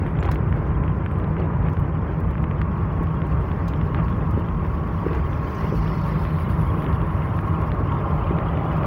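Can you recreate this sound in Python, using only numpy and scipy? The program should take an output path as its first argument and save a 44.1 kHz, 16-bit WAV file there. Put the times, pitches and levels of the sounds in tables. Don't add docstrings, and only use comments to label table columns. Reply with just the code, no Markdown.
import sys
import numpy as np
from scipy import signal
from scipy.fft import rfft, irfft, next_fast_len
from scipy.io import wavfile
from scipy.ndimage import uniform_filter1d, minimum_filter1d, map_coordinates

SR = 44100
rng = np.random.default_rng(int(sys.argv[2]) if len(sys.argv) > 2 else 0)


def file_out(sig):
    cols = np.atleast_2d(sig).T
    lim = np.clip(cols, -1, 1)
    pcm = np.round(lim * 32767).astype(np.int16)
    wavfile.write(sys.argv[1], SR, pcm)


N = 390726
TIME = np.arange(N) / SR

# t/s, suspension thud/dB, body rumble/dB, cabin boom/dB
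SHAKE = [(0, -32, -26, -27.5), (0.4, -31.5, -23, -26.5), (1.4, -31, -25.5, -25), (2.2, -30, -26.5, -28.5),
         (2.6, -35, -25.5, -24.5), (2.9, -35.5, -25.5, -27.5), (3.3, -30, -26.5, -26.5),
         (4.3, -32.5, -26.5, -27.5), (4.95, -33, -28.5, -29), (5.5, -36, -27.5, -29.5),
         (5.8, -32, -28, -25.5), (6.15, -36.5, -28.5, -25.5), (6.9, -32, -24.5, -26.5),
         (7.8, -32.5, -25, -27.5), (8.55, -34.5, -26, -27.5), (8.86, -35, -27, -22)]
# middle t/s, length/s, thud boost/dB, rumble boost/dB
ROAD_DIPS = [(0.27, 0.17, 4, 1.5), (0.5, 0.18, 3.5, 1.5), (0.86, 0.23, -3, 1.5), (1.28, 0.4, 2, -1),
             (1.7, 0.6, 7.5, 2.5), (2.67, 0.25, 7, 0.5), (3.0, 0.16, 11, 1), (3.38, 0.28, 0, 4),
             (3.82, 0.14, 6, 2.5), (4.08, 0.24, 4, 5.5), (4.35, 0.22, 0, 5.5), (4.58, 0.2, 13.5, 1),
             (5.24, 0.29, 4, 4.5), (5.85, 0.2, 2, 1.5), (6.3, 0.27, 12, 0.5), (6.6, 0.31, 2, 6.5)]
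# f/Hz, level/dB
THUD_SPECTRUM = [(12, -57), (22, -37.5), (31, -15.5), (42, -9), (52, -1.5), (61, -0.5), (72, -10.5),
                 (110, -37), (1000, -120)]
RUMBLE_SPECTRUM = [(20, -53), (50, -12.5), (64, -4.5), (80, -0.5), (96, -1), (108, -2.5), (128, -8.5),
                   (150, -28.5), (220, -33), (500, -89.5), (2000, -120)]
BOOM_SPECTRUM = [(90, -38), (127, -12), (145, 2.5), (165, 0.5), (174, -4), (186, -7.5), (208, -11),
                 (228, -11.5), (243, -29), (400, -70), (2000, -120)]

# t/s, roar/dB, rasp/dB
ROLLING = [(0, -32.5, -51.5), (1.1, -32, -57), (2.1, -33.5, -54.5), (3, -33.5, -52), (4.8, -34, -53.5),
           (5.4, -33.5, -47.5), (6.7, -33.5, -48), (8.1, -33.5, -49), (8.86, -33, -45)]
# middle t/s, length/s, roar boost/dB, rasp boost/dB
ROUGH_PATCHES = [(0.24, 0.19, 2.5, 3), (1.41, 0.13, 3.5, 8), (1.67, 0.067, 4, 8), (3.02, .14, 1.5, 0.5),
                 (3.98, 0.12, 4.5, 8), (5.14, 0.16, 3.5, 0.5), (6.87, 0.66, 2, -1), (7.79, 0.29, 2.5, -5),
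                 (8.33, 0.12, -6, 2)]
# f/Hz, level/dB
ROAR_SPECTRUM = [(120, -20.5), (230, -1), (285, 1), (340, -0.5), (440, -2.5), (510, -6.5), (590, -6),
                 (720, -11), (810, -7.5), (870, -9.5), (1200, -14), (1600, -16.5), (2400, -27.5),
                 (7000, -104)]
RASP_SPECTRUM = [(600, -18.5), (1200, -1.5), (1600, 3.5), (2100, 1.5), (2450, -13.5), (2900, -17.5),
                 (3450, -14), (3900, -30.5), (5000, -44.5), (10000, -67.5)]
# f/Hz, half width/Hz, level/dB
TREAD_NOTES = [(938, 45, -4.5), (1037, 66, -1.5), (1120, 41, -5), (1213, 63, -5), (1352, 70, -8)]
# t/s, f/Hz, level/dB
TREAD_WHINE = [(0, 1090, -51), (1.1, 1020, -47.5), (1.55, 960, -41.5), (1.9, 1055, -54),
               (2.45, 1085, -47.5), (2.85, 1095, -45), (3.3, 1098, -42), (3.55, 1105, -53),
               (3.85, 1105, -43.5), (4.45, 1075, -47), (4.9, 1122, -40.5), (5.65, 1065, -43),
               (5.95, 1095, -47), (6.6, 1095, -44.5), (7.6, 1085, -39.5), (8.86, 1070, -49.5)]

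# t/s, level/dB, f/Hz, cabin ring against the knock/dB
KNOCKS = [(0.232, -21, 380, -10), (0.256, -20, 400, -10), (1.3985, -20, 378, -2), (1.41, -21, 360, -6),
          (3.011, -21, 307, -10), (4.3767, -16.5, 404, -12), (5.0665, -12, 380, -16),
          (5.111, -21, 420, -18), (5.6446, -18.5, 395, -14), (5.7261, -13.5, 383, -5),
          (5.7425, -21, 417, -12), (7.808, -19, 381, -14), (8.3116, -14.5, 348, -7), (8.33, -21, 320, -5),
          (8.385, -19, 330, -12), (8.6564, -19, 390, -14)]
# f/Hz, level/dB, t60/s
PANEL_NOTES = [(292, -1.5, 0.12), (348, -6, 0.05), (445, 0, 0.056), (474, -4.5, 0.051)]

# t/s, level/dB, brightness/(dB per octave), top edge f/Hz
LARGE_DROPS = [(0.063, -19, -9, 3400), (0.153, -27, -5, 3100), (0.188, -21, 0, 3600),
               (0.2264, -13.5, -8, 4200), (0.2504, -22, 7, 3300), (0.2767, -17, -9, 3100),
               (0.3564, -20.5, 4, 3100), (0.5252, -17.5, -3, 3000), (0.8362, -27, 10, 2800),
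               (0.8788, -23, 4, 3000), (1.0611, -16.5, -2, 3200), (1.1121, -24.5, -6, 3200),
               (1.1565, -29.0, 3, 3000), (1.1986, -28, 1, 3600), (1.2422, -22.5, -5, 4000),
               (1.3663, -23.5, 2, 2800), (1.6845, -19, -3, 3200), (1.7687, -21.5, -7, 3400),
               (2.3318, -26, -3, 2900), (2.3533, -23, -4, 2400), (2.3794, -26, 5, 3000),
               (2.4399, -20, -3, 3300), (2.5111, -21, -1, 3100), (2.6149, -14, -9, 5300),
               (3.0694, -28, 2, 3200), (3.2176, -20, -2, 3400), (3.5155, -23, 3, 3400),
               (3.7353, -20.5, -2, 3800), (3.8125, -23, 0, 3500), (3.9454, -14, -6.5, 4000),
               (3.9978, -23, 3, 2800), (4.0819, -21, -5, 3500), (4.4857, -25, 4, 3200),
               (4.6479, -22, -9, 3100), (5.0834, -20, -8, 3300), (5.1315, -20, -8, 5200),
               (5.1475, -23, -5, 3300), (5.3298, -23, -1, 3600), (5.6204, -30, -1, 3600),
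               (5.8777, -27.5, 8, 3800), (6.2507, -18.5, -7, 3900), (6.3858, -27, -1, 3500),
               (6.8212, -21, -7, 6000), (6.843, -22, -3, 3800), (6.8636, -20, 4, 3300),
               (6.9274, -24, -3, 5200), (7.0156, -23, -5, 3600), (7.2197, -24.0, -6, 3000),
               (7.3891, -15.5, -13, 5000), (7.717, -16, -5.5, 4500), (7.9194, -22.0, 3, 3300),
               (8.2678, -26.0, -4, 3900), (8.3856, -18, -3, 3600), (8.572, -23, 2, 3100),
               (8.8324, -22.5, 4, 3000)]
# f/Hz, level/dB
GLASS_SPECTRUM = [(300, -28), (900, -3), (1550, 11), (2300, 1), (3400, -1), (5500, -14), (16000, -60)]

# t/s, level/dB, brightness/(dB per octave)
CLACKS = [(0.2279, -34, 2), (0.2335, -29, 5), (0.245, -25, 2), (0.252, -28, 0), (0.263, -28, -1.5),
          (0.2865, -20, -6), (0.2893, -22, 3), (0.316, -25.5, 5), (0.3363, -26, -2), (0.357, -31, 3),
          (1.398, -29, 1)]
# f/Hz, level/dB
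CLACK_SPECTRUM = [(300, -25), (800, 0.5), (1250, -1), (1800, -10), (2800, -22), (3800, -35), (6000, -58),
                  (16000, -75)]
# f/Hz, level/dB, t60/s
PLASTIC_NOTES = [(800, -2, .035), (1040, 0, .04), (1450, -3, .03), (2000, -9, .03), (2650, -14, .03),
                 (3450, -19, .035), (4200, -25, .04)]

# t/s, splash/dB, fine mist/dB, airy sheen/dB
SPRAY_LEVELS = [(0, -70.5, -81.5, -81), (2.3, -72.5, -84, -81), (3.1, -69, -79, -76),
                (3.75, -63.5, -74.5, -72.5), (4.4, -66, -74.5, -74), (5.05, -63, -72.5, -70),
                (5.65, -59, -68, -64), (6.05, -60.5, -67, -67), (6.5, -61, -62, -65),
                (7.15, -65.5, -67.5, -73.5), (7.9, -65, -73.5, -75), (8.5, -66, -72.5, -72.5),
                (8.86, -62.5, -72.5, -69)]
# f/Hz, level/dB
SPLASH_SPECTRUM = [(1500, -15), (2700, 6.5), (3250, 2.5), (3850, -2), (4500, -0.5), (5200, -3),
                   (6100, -7.5), (7000, -12.5), (8300, -17.5), (10000, -21), (16000, -38)]
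MIST_SPECTRUM = [(5000, -24), (8600, -18.5), (9500, -4), (10200, -0.5), (11200, 1.5), (12300, -4.5),
                 (13900, -6), (15800, -7)]
SHEEN_SPECTRUM = [(9000, -42), (12500, -17), (13900, -8.5), (14700, 1), (15300, 2), (15900, -2)]
# t/s, centre f/Hz, level/dB
PUDDLE_SWISH = [(4.6, 5410, -86), (5.3, 5120, -73), (5.62, 5090, -61.5), (5.95, 4690, -60.5),
                (6.2, 3960, -60), (6.45, 3360, -62), (7.1, 3110, -87)]
ARCH_HZ = [4350, 4808, 5296, 5854, 6400]

# t/s, level/dB, lower treble boost/dB
CLICKS = [(0.2279, -51, 8), (0.253, -46, 0), (0.3128, -34.5, -2), (0.3435, -40, -11), (0.56, -53, -21),
          (1.1851, -52, -12), (1.3961, -56, 2), (1.6926, -49, -5), (1.7289, -49, -3), (1.7947, -47, -16),
          (2.1998, -47.5, -11), (2.3056, -46.5, -10), (2.4248, -47, -12), (2.611, -50, -8),
          (3.0289, -48.5, -8), (3.1438, -52, -17), (3.6788, -38.5, 0.5), (4.3065, -46, -8),
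          (5.1474, -52, 2), (6.0116, -47, -9), (7.017, -49, -14), (7.3636, -49, -8), (7.405, -48, -13),
          (7.6126, -46, -8), (8.68, -54, -21), (8.72, -56, -14)]
# f/Hz, level/dB
CLICK_LOW_SPECTRUM = [(1500, -32), (3000, -3.5), (4200, -2.5), (5800, -5), (7000, -8), (9000, -23.5),
                      (16000, -47.5)]
CLICK_HIGH_SPECTRUM = [(3000, -30.5), (7000, -9.5), (10500, 0), (13500, -5.5), (15300, 6.5), (17000, -4.5)]
# t/s, level/dB
JINGLES = [(0.066, -57), (0.087, -62), (0.108, -61), (0.127, -64), (0.497, -62), (0.6842, -65),
           (0.8388, -63), (0.968, -65), (1.0553, -61), (1.1127, -57), (1.1382, -62), (1.18, -58),
           (1.2733, -62), (1.3157, -67), (3.2648, -57), (3.408, -58)]
# f/Hz, level/dB, t60/s
JINGLE_NOTES = [(8250, 0, .03), (9300, -3, .025), (11400, -1, .022), (12400, -4, .016)]

# multiple of the firing rate, level/dB
ENGINE_NOTES = [(1, -40), (2, -38.5), (3, -63), (4, -50.5)]
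# t/s, level/dB
TRAFFIC_LEVEL = [(0, -58), (1.5, -46.5), (2.6, -49), (5, -45.5), (6.8, -42.5), (7.6, -40), (8.3, -32),
                 (8.86, -31)]
# f/Hz, level/dB
TRAFFIC_SPECTRUM = [(150, -16), (330, 3.5), (490, -4.5), (580, 5.5), (720, -2), (800, 5.5), (880, -7),
                    (1200, -2), (1400, -11), (1600, -30.5), (3000, -28), (9000, -89)]


def body():
    thud_boost, rumble_boost = boosts(ROAD_DIPS)
    thud, rumble, boom = levels(SHAKE)
    thud *= waver(2.5, per_s=8) * steadied(noise(THUD_SPECTRUM), span_s=0.3)
    rumble *= waver(0.5, per_s=18) * steadied(noise(RUMBLE_SPECTRUM), span_s=0.22)
    boom *= waver(1.37, per_s=16) * steadied(noise(BOOM_SPECTRUM), span_s=0.14)
    return thud_boost * thud + rumble_boost * rumble + boom


def tyres(sing_start_db=-44, sing_db_per_s=1.06):
    roar, rasp = boosts(ROUGH_PATCHES) * levels(ROLLING)
    surface = drift(per_s=25)
    tread = sum(gain_of(db) * noisy_note(hz, 2 * half_width) for hz, half_width, db in TREAD_NOTES)
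    sing_level = gain_of(sing_start_db + sing_db_per_s * TIME) * waver(1.5, per_s=14)
    rasp *= gain_of(surface) * flicker(noise(RASP_SPECTRUM), depth_db=6.5, patch_size=3)
    roar *= gain_of(0.27 + 0.87 * surface) * noise(ROAR_SPECTRUM)
    return roar + rasp + sing_level * unit_rms(tread) + gliding(TREAD_WHINE, width_hz=60)


def bumps(cabin_hz=163, cabin_t60=0.13, detune=0.051, push_cycles=0.89, panels_db=-10, lead_s=0.01):
    out, t = np.zeros(N), np.arange(SR // 3) / SR
    cabin = unit_peak(t * fade(t, cabin_t60) * sine(cabin_hz, t))
    for s, db, pitch_hz, cabin_db in KNOCKS:
        cycles = pitch_hz * (t - lead_s)
        push = np.exp(-(cycles / push_cycles) ** 2) * np.cos(2 * np.pi * (cycles + rng.random()))
        add(out, s - lead_s, gain_of(db) * push)
        ring = sum(gain_of(note_db) * fade(t, t60) * sine(hz * (1 + detune * rng.uniform(-0.5, 1)), t)
                   for hz, note_db, t60 in PANEL_NOTES)
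        panels = unit_peak(ring * rise(t, 0.0039))
        add(out, s, gain_of(db) * (gain_of(panels_db) * panels + gain_of(cabin_db) * cabin))
    return out


def windscreen(gain_db=-2.5, ring_db=-16, small_count=90, small_db=(-44, -33), small_edge_hz=3000):
    out, size = np.zeros(N), 128
    hz = np.fft.rfftfreq(size, 1 / SR)
    small_drops = [(when * N / SR, np.interp(strength, (0, 1), small_db),
                    2 - 4 * dullness, small_edge_hz * 2 ** (reach / 2))
                   for when, strength, dullness, reach in rng.random((small_count, 4))]
    for s, db, brightness, edge_hz in list(LARGE_DROPS) + small_drops:
        tone = gain_of(spectrum_db(GLASS_SPECTRUM, hz) + brightness * np.log2(hz + hz[1]))
        tone /= np.sqrt(1 + (hz / edge_hz) ** 24)
        push = unit_peak(np.fft.fftshift(irfft(tone)) * np.hanning(size))
        add(out, s, gain_of(db + gain_db) * push)
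        ring = tick(push, scatter=0.93, t60=0.035, rise_s=0.00043)
        add(out, s, gain_of(db + gain_db + ring_db) * ring)
    return out


def rattle(knock_db=-2, ring_db=-3, vary_db=3):
    out, t = np.zeros(N), np.arange(4096) / SR
    onset = 1 - np.exp(-(t / 0.0007) ** 2)
    for s, db, brightness in CLACKS:
        knock = pulse([(hz, level + brightness * np.log2(hz)) for hz, level in CLACK_SPECTRUM])
        add(out, s, gain_of(db + knock_db) * tick(knock, scatter=0.07, t60=0.03, rise_s=0.0005))
        ring = np.zeros(len(t))
        for hz, note_db, t60 in PLASTIC_NOTES:
            strength = gain_of(note_db + brightness * np.log2(hz) + vary_db * rng.standard_normal())
            ring += strength * fade(t, t60) * sine(hz * rng.uniform(0.91, 1.04), t)
        add(out, s, gain_of(db + ring_db) * unit_peak(ring * onset))
    return out


def crackle(gain_db=-6, centre_hz=2620):
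    _, rasp = boosts(ROUGH_PATCHES) * levels(ROLLING)
    pings = patter(([0], [centre_hz]), per_s=260, scatter_octaves=0.23, ring_s=0.036)
    return gain_of(gain_db) * rasp * pings


def spray(drops_per_s=2500, spread_db=3.5, graininess=0.5):
    out = np.zeros(N)
    sizes = gain_of(spread_db * np.minimum(rng.exponential(1, N), 5))
    droplets = unit_rms(sizes * (rng.random(N) < drops_per_s / SR))
    splash, mist, sheen = levels(SPRAY_LEVELS)
    for level, spectrum, flicker_db in ((splash, SPLASH_SPECTRUM, 4.5), (mist, MIST_SPECTRUM, 4),
                                        (gain_of(3) * sheen, SHEEN_SPECTRUM, 1.5)):
        hiss = shaped(rng.standard_normal(N) + graininess * droplets, spectrum)
        out += level * flicker(hiss, flicker_db, patch_size=2)
    return out * waver(1.87, per_s=40)


def puddle(drops_db=-1, wash_db=-10, arch_db=-8, reach_octaves=0.35):
    s, hz, db = np.transpose(PUDDLE_SWISH)
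    centre_hz = np.interp(TIME, s, hz)
    arch = np.zeros(N)
    for note_hz in ARCH_HZ:
        nearness = np.exp(-(np.log2(centre_hz / note_hz) / reach_octaves) ** 2)
        arch += nearness * unit_rms(waver(5, per_s=18) * noisy_note(note_hz, width_hz=150))
    droplets = patter((s, hz), per_s=330, scatter_octaves=0.25, ring_s=0.06)
    splatter = gain_of(drops_db) * droplets + gain_of(arch_db) * arch
    wash = gain_of(wash_db) * gliding(PUDDLE_SWISH, width_hz=4500)
    return gain_of(np.interp(TIME, s, db)) * splatter + wash


def dashboard_clicks(high_db=-2, faint_count=16, faint_db=-63, spread_db=6, faint_lower_db=-11):
    out, low, high = np.zeros(N), pulse(CLICK_LOW_SPECTRUM), pulse(CLICK_HIGH_SPECTRUM)
    faint = [(when * N / SR, faint_db + spread_db * strength, faint_lower_db)
             for when, strength in rng.random((faint_count, 2))]
    for s, db, lower_db in list(CLICKS) + faint:
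        add(out, s, gain_of(db + high_db) * tick(high, scatter=0.6, t60=0.033, rise_s=0.003))
        add(out, s, gain_of(db + lower_db) * tick(low, scatter=0.54, t60=0.045, rise_s=0.003))
    return out


def dashboard_squeak(start_s=0.199, hz=7250, peak_db=-52):
    out, t = np.zeros(N), np.arange(4096) / SR
    swell = t * np.exp(-t / 0.004)
    add(out, start_s, gain_of(peak_db) * unit_peak(swell * noisy_note(hz, width_hz=280)[:len(t)]))
    return out


def jingle(gain_db=-1, vary_db=3):
    out, t = np.zeros(N), np.arange(2048) / SR
    notes = [(noisy_note(hz, width_hz=700), db, t60) for hz, db, t60 in JINGLE_NOTES]
    for s, db in JINGLES:
        ring = np.zeros(len(t))
        for note, note_db, t60 in notes:
            strength = gain_of(note_db + vary_db * rng.standard_normal())
            ring += strength * fade(t, t60) * note[round(s * SR):][:len(t)]
        add(out, s, gain_of(db + gain_db) * unit_peak(ring * rise(t, 0.002)))
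    return out


def engine(firing_hz=82.8, wander=0.01506):
    firings = np.cumsum(firing_hz * (1 + wander * drift(per_s=5))) / SR
    return sum(gain_of(db) * waver(2.5, per_s=19) * np.sqrt(2) * np.sin(2 * np.pi * multiple * firings)
               for multiple, db in ENGINE_NOTES)


def traffic():
    level, = levels(TRAFFIC_LEVEL)
    return level * noise(TRAFFIC_SPECTRUM)


def gain_of(db):
    return 10 ** (np.asarray(db) / 20)


def unit_rms(x):
    return x / np.sqrt(np.mean(x ** 2) + 1e-20)


def unit_peak(x):
    return x / (abs(x).max() + 1e-20)


def sine(hz, t):
    return np.sin(2 * np.pi * hz * t)


def rise(t, rise_s):
    return 1 - np.exp(-t / rise_s)


def fade(t, t60):
    return gain_of(-60 * t / t60)


def add(mix, s, sound):
    part = mix[max(round(s * SR), 0):][:len(sound)]
    part += sound[:len(part)]


def levels(table):
    s, *columns = np.transpose(table)
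    return [gain_of(np.interp(TIME, s, db)) for db in columns]


def boosts(table):
    return gain_of(sum(np.outer(db, np.cos(np.pi * np.clip((TIME - s) / length, -0.5, 0.5)) ** 2)
                       for s, length, *db in table))


def drift(per_s):
    targets = rng.standard_normal(4096)
    return unit_rms(map_coordinates(targets, [TIME * per_s], order=1, mode="wrap"))


def waver(depth_db, per_s):
    return gain_of(depth_db * drift(per_s))


def spectrum_db(spectrum, hz):
    table_hz, db = np.transpose(spectrum)
    return np.interp(np.log(hz + 1), np.log(table_hz + 1), db)


def shaped(x, spectrum):
    size = next_fast_len(N)
    gain = gain_of(spectrum_db(spectrum, np.fft.rfftfreq(size, 1 / SR)))
    return unit_rms(irfft(rfft(x, size) * gain, size)[:N])


def noise(spectrum):
    return shaped(rng.standard_normal(N), spectrum)


def steadied(x, span_s):
    size = int(span_s * SR)
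    power = uniform_filter1d(uniform_filter1d(x ** 2, size), size)
    return x / np.sqrt(abs(power) + 1e-9)


def flicker(x, depth_db, patch_size, from_hz=2000):
    hz, _, slices = signal.stft(x, SR, nperseg=512, noverlap=384)
    patches = rng.standard_normal(slices.shape)
    for _ in range(2):
        patches = uniform_filter1d(patches, 2 * patch_size, axis=1)
        patches = uniform_filter1d(patches, patch_size, axis=0)
    treble_depth_db = depth_db / (1 + (from_hz / (hz[:, None] + 1)) ** 2)
    slices *= gain_of(treble_depth_db * unit_rms(patches))
    return unit_rms(signal.istft(slices, nperseg=512, noverlap=384)[1][:N])


def noisy_note(hz, width_hz):
    feedback = np.exp(-np.pi * width_hz / SR)
    wobble = rng.standard_normal(N) + 1j * rng.standard_normal(N)
    for _ in range(3):
        wobble = signal.lfilter([1 - feedback], [1, -feedback], wobble)
    cycles = np.cumsum(hz * np.ones(N)) / SR
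    return unit_rms((wobble * np.exp(2j * np.pi * cycles)).real)


def gliding(table, width_hz):
    s, hz, db = np.transpose(table)
    return gain_of(np.interp(TIME, s, db)) * noisy_note(np.interp(TIME, s, hz), width_hz)


def pulse(spectrum, size=1024):
    log_gain = np.log(gain_of(spectrum_db(spectrum, abs(np.fft.fftfreq(size, 1 / SR)))))
    front_loaded = np.exp(np.conj(signal.hilbert(log_gain)))
    return np.fft.ifft(front_loaded).real[:size // 2]


def tick(tap, scatter, t60, rise_s):
    t = np.arange(4096) / SR
    echoes = scatter * rng.standard_normal(len(t)) * fade(t, t60) * rise(t, rise_s)
    echoes[int(rise_s * SR)] += 1
    return unit_peak(signal.fftconvolve(echoes, tap))


def patter(centre, per_s, scatter_octaves, ring_s, spread_db=3):
    out, t = np.zeros(N), np.arange(2048) / SR
    outline = rise(t, 0.0006) * fade(t, ring_s)
    for when, pitch, smallness, damping in rng.random((int(per_s * N / SR), 4)):
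        s = when * N / SR
        hz = np.interp(s, *centre) * 2 ** (scatter_octaves * np.arcsin(2 * pitch - 1))
        strength = gain_of(-spread_db * np.log(smallness + 0.03))
        add(out, s, strength * outline * np.exp(-damping * t / ring_s) * sine(hz, t))
    return unit_rms(out)


def scene():
    driving = body() + engine() + tyres() + crackle() + traffic() + bumps()
    water = windscreen() + spray() + puddle()
    loose_parts = rattle() + dashboard_clicks() + dashboard_squeak() + jingle()
    return (driving + water + loose_parts)[None]


def record(dry):
    ceiling, smooth_samples, cutoff_hz = 0.31, 441, 15850
    gain = minimum_filter1d(ceiling / np.maximum(abs(dry), ceiling), 2 * smooth_samples)
    limited = dry * uniform_filter1d(uniform_filter1d(gain, smooth_samples), smooth_samples)
    low_pass = signal.firwin(1023, cutoff_hz, window=("kaiser", 9), fs=SR)
    return signal.oaconvolve(limited, low_pass[None], "same")


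dry = scene()
out = record(dry)
file_out(out)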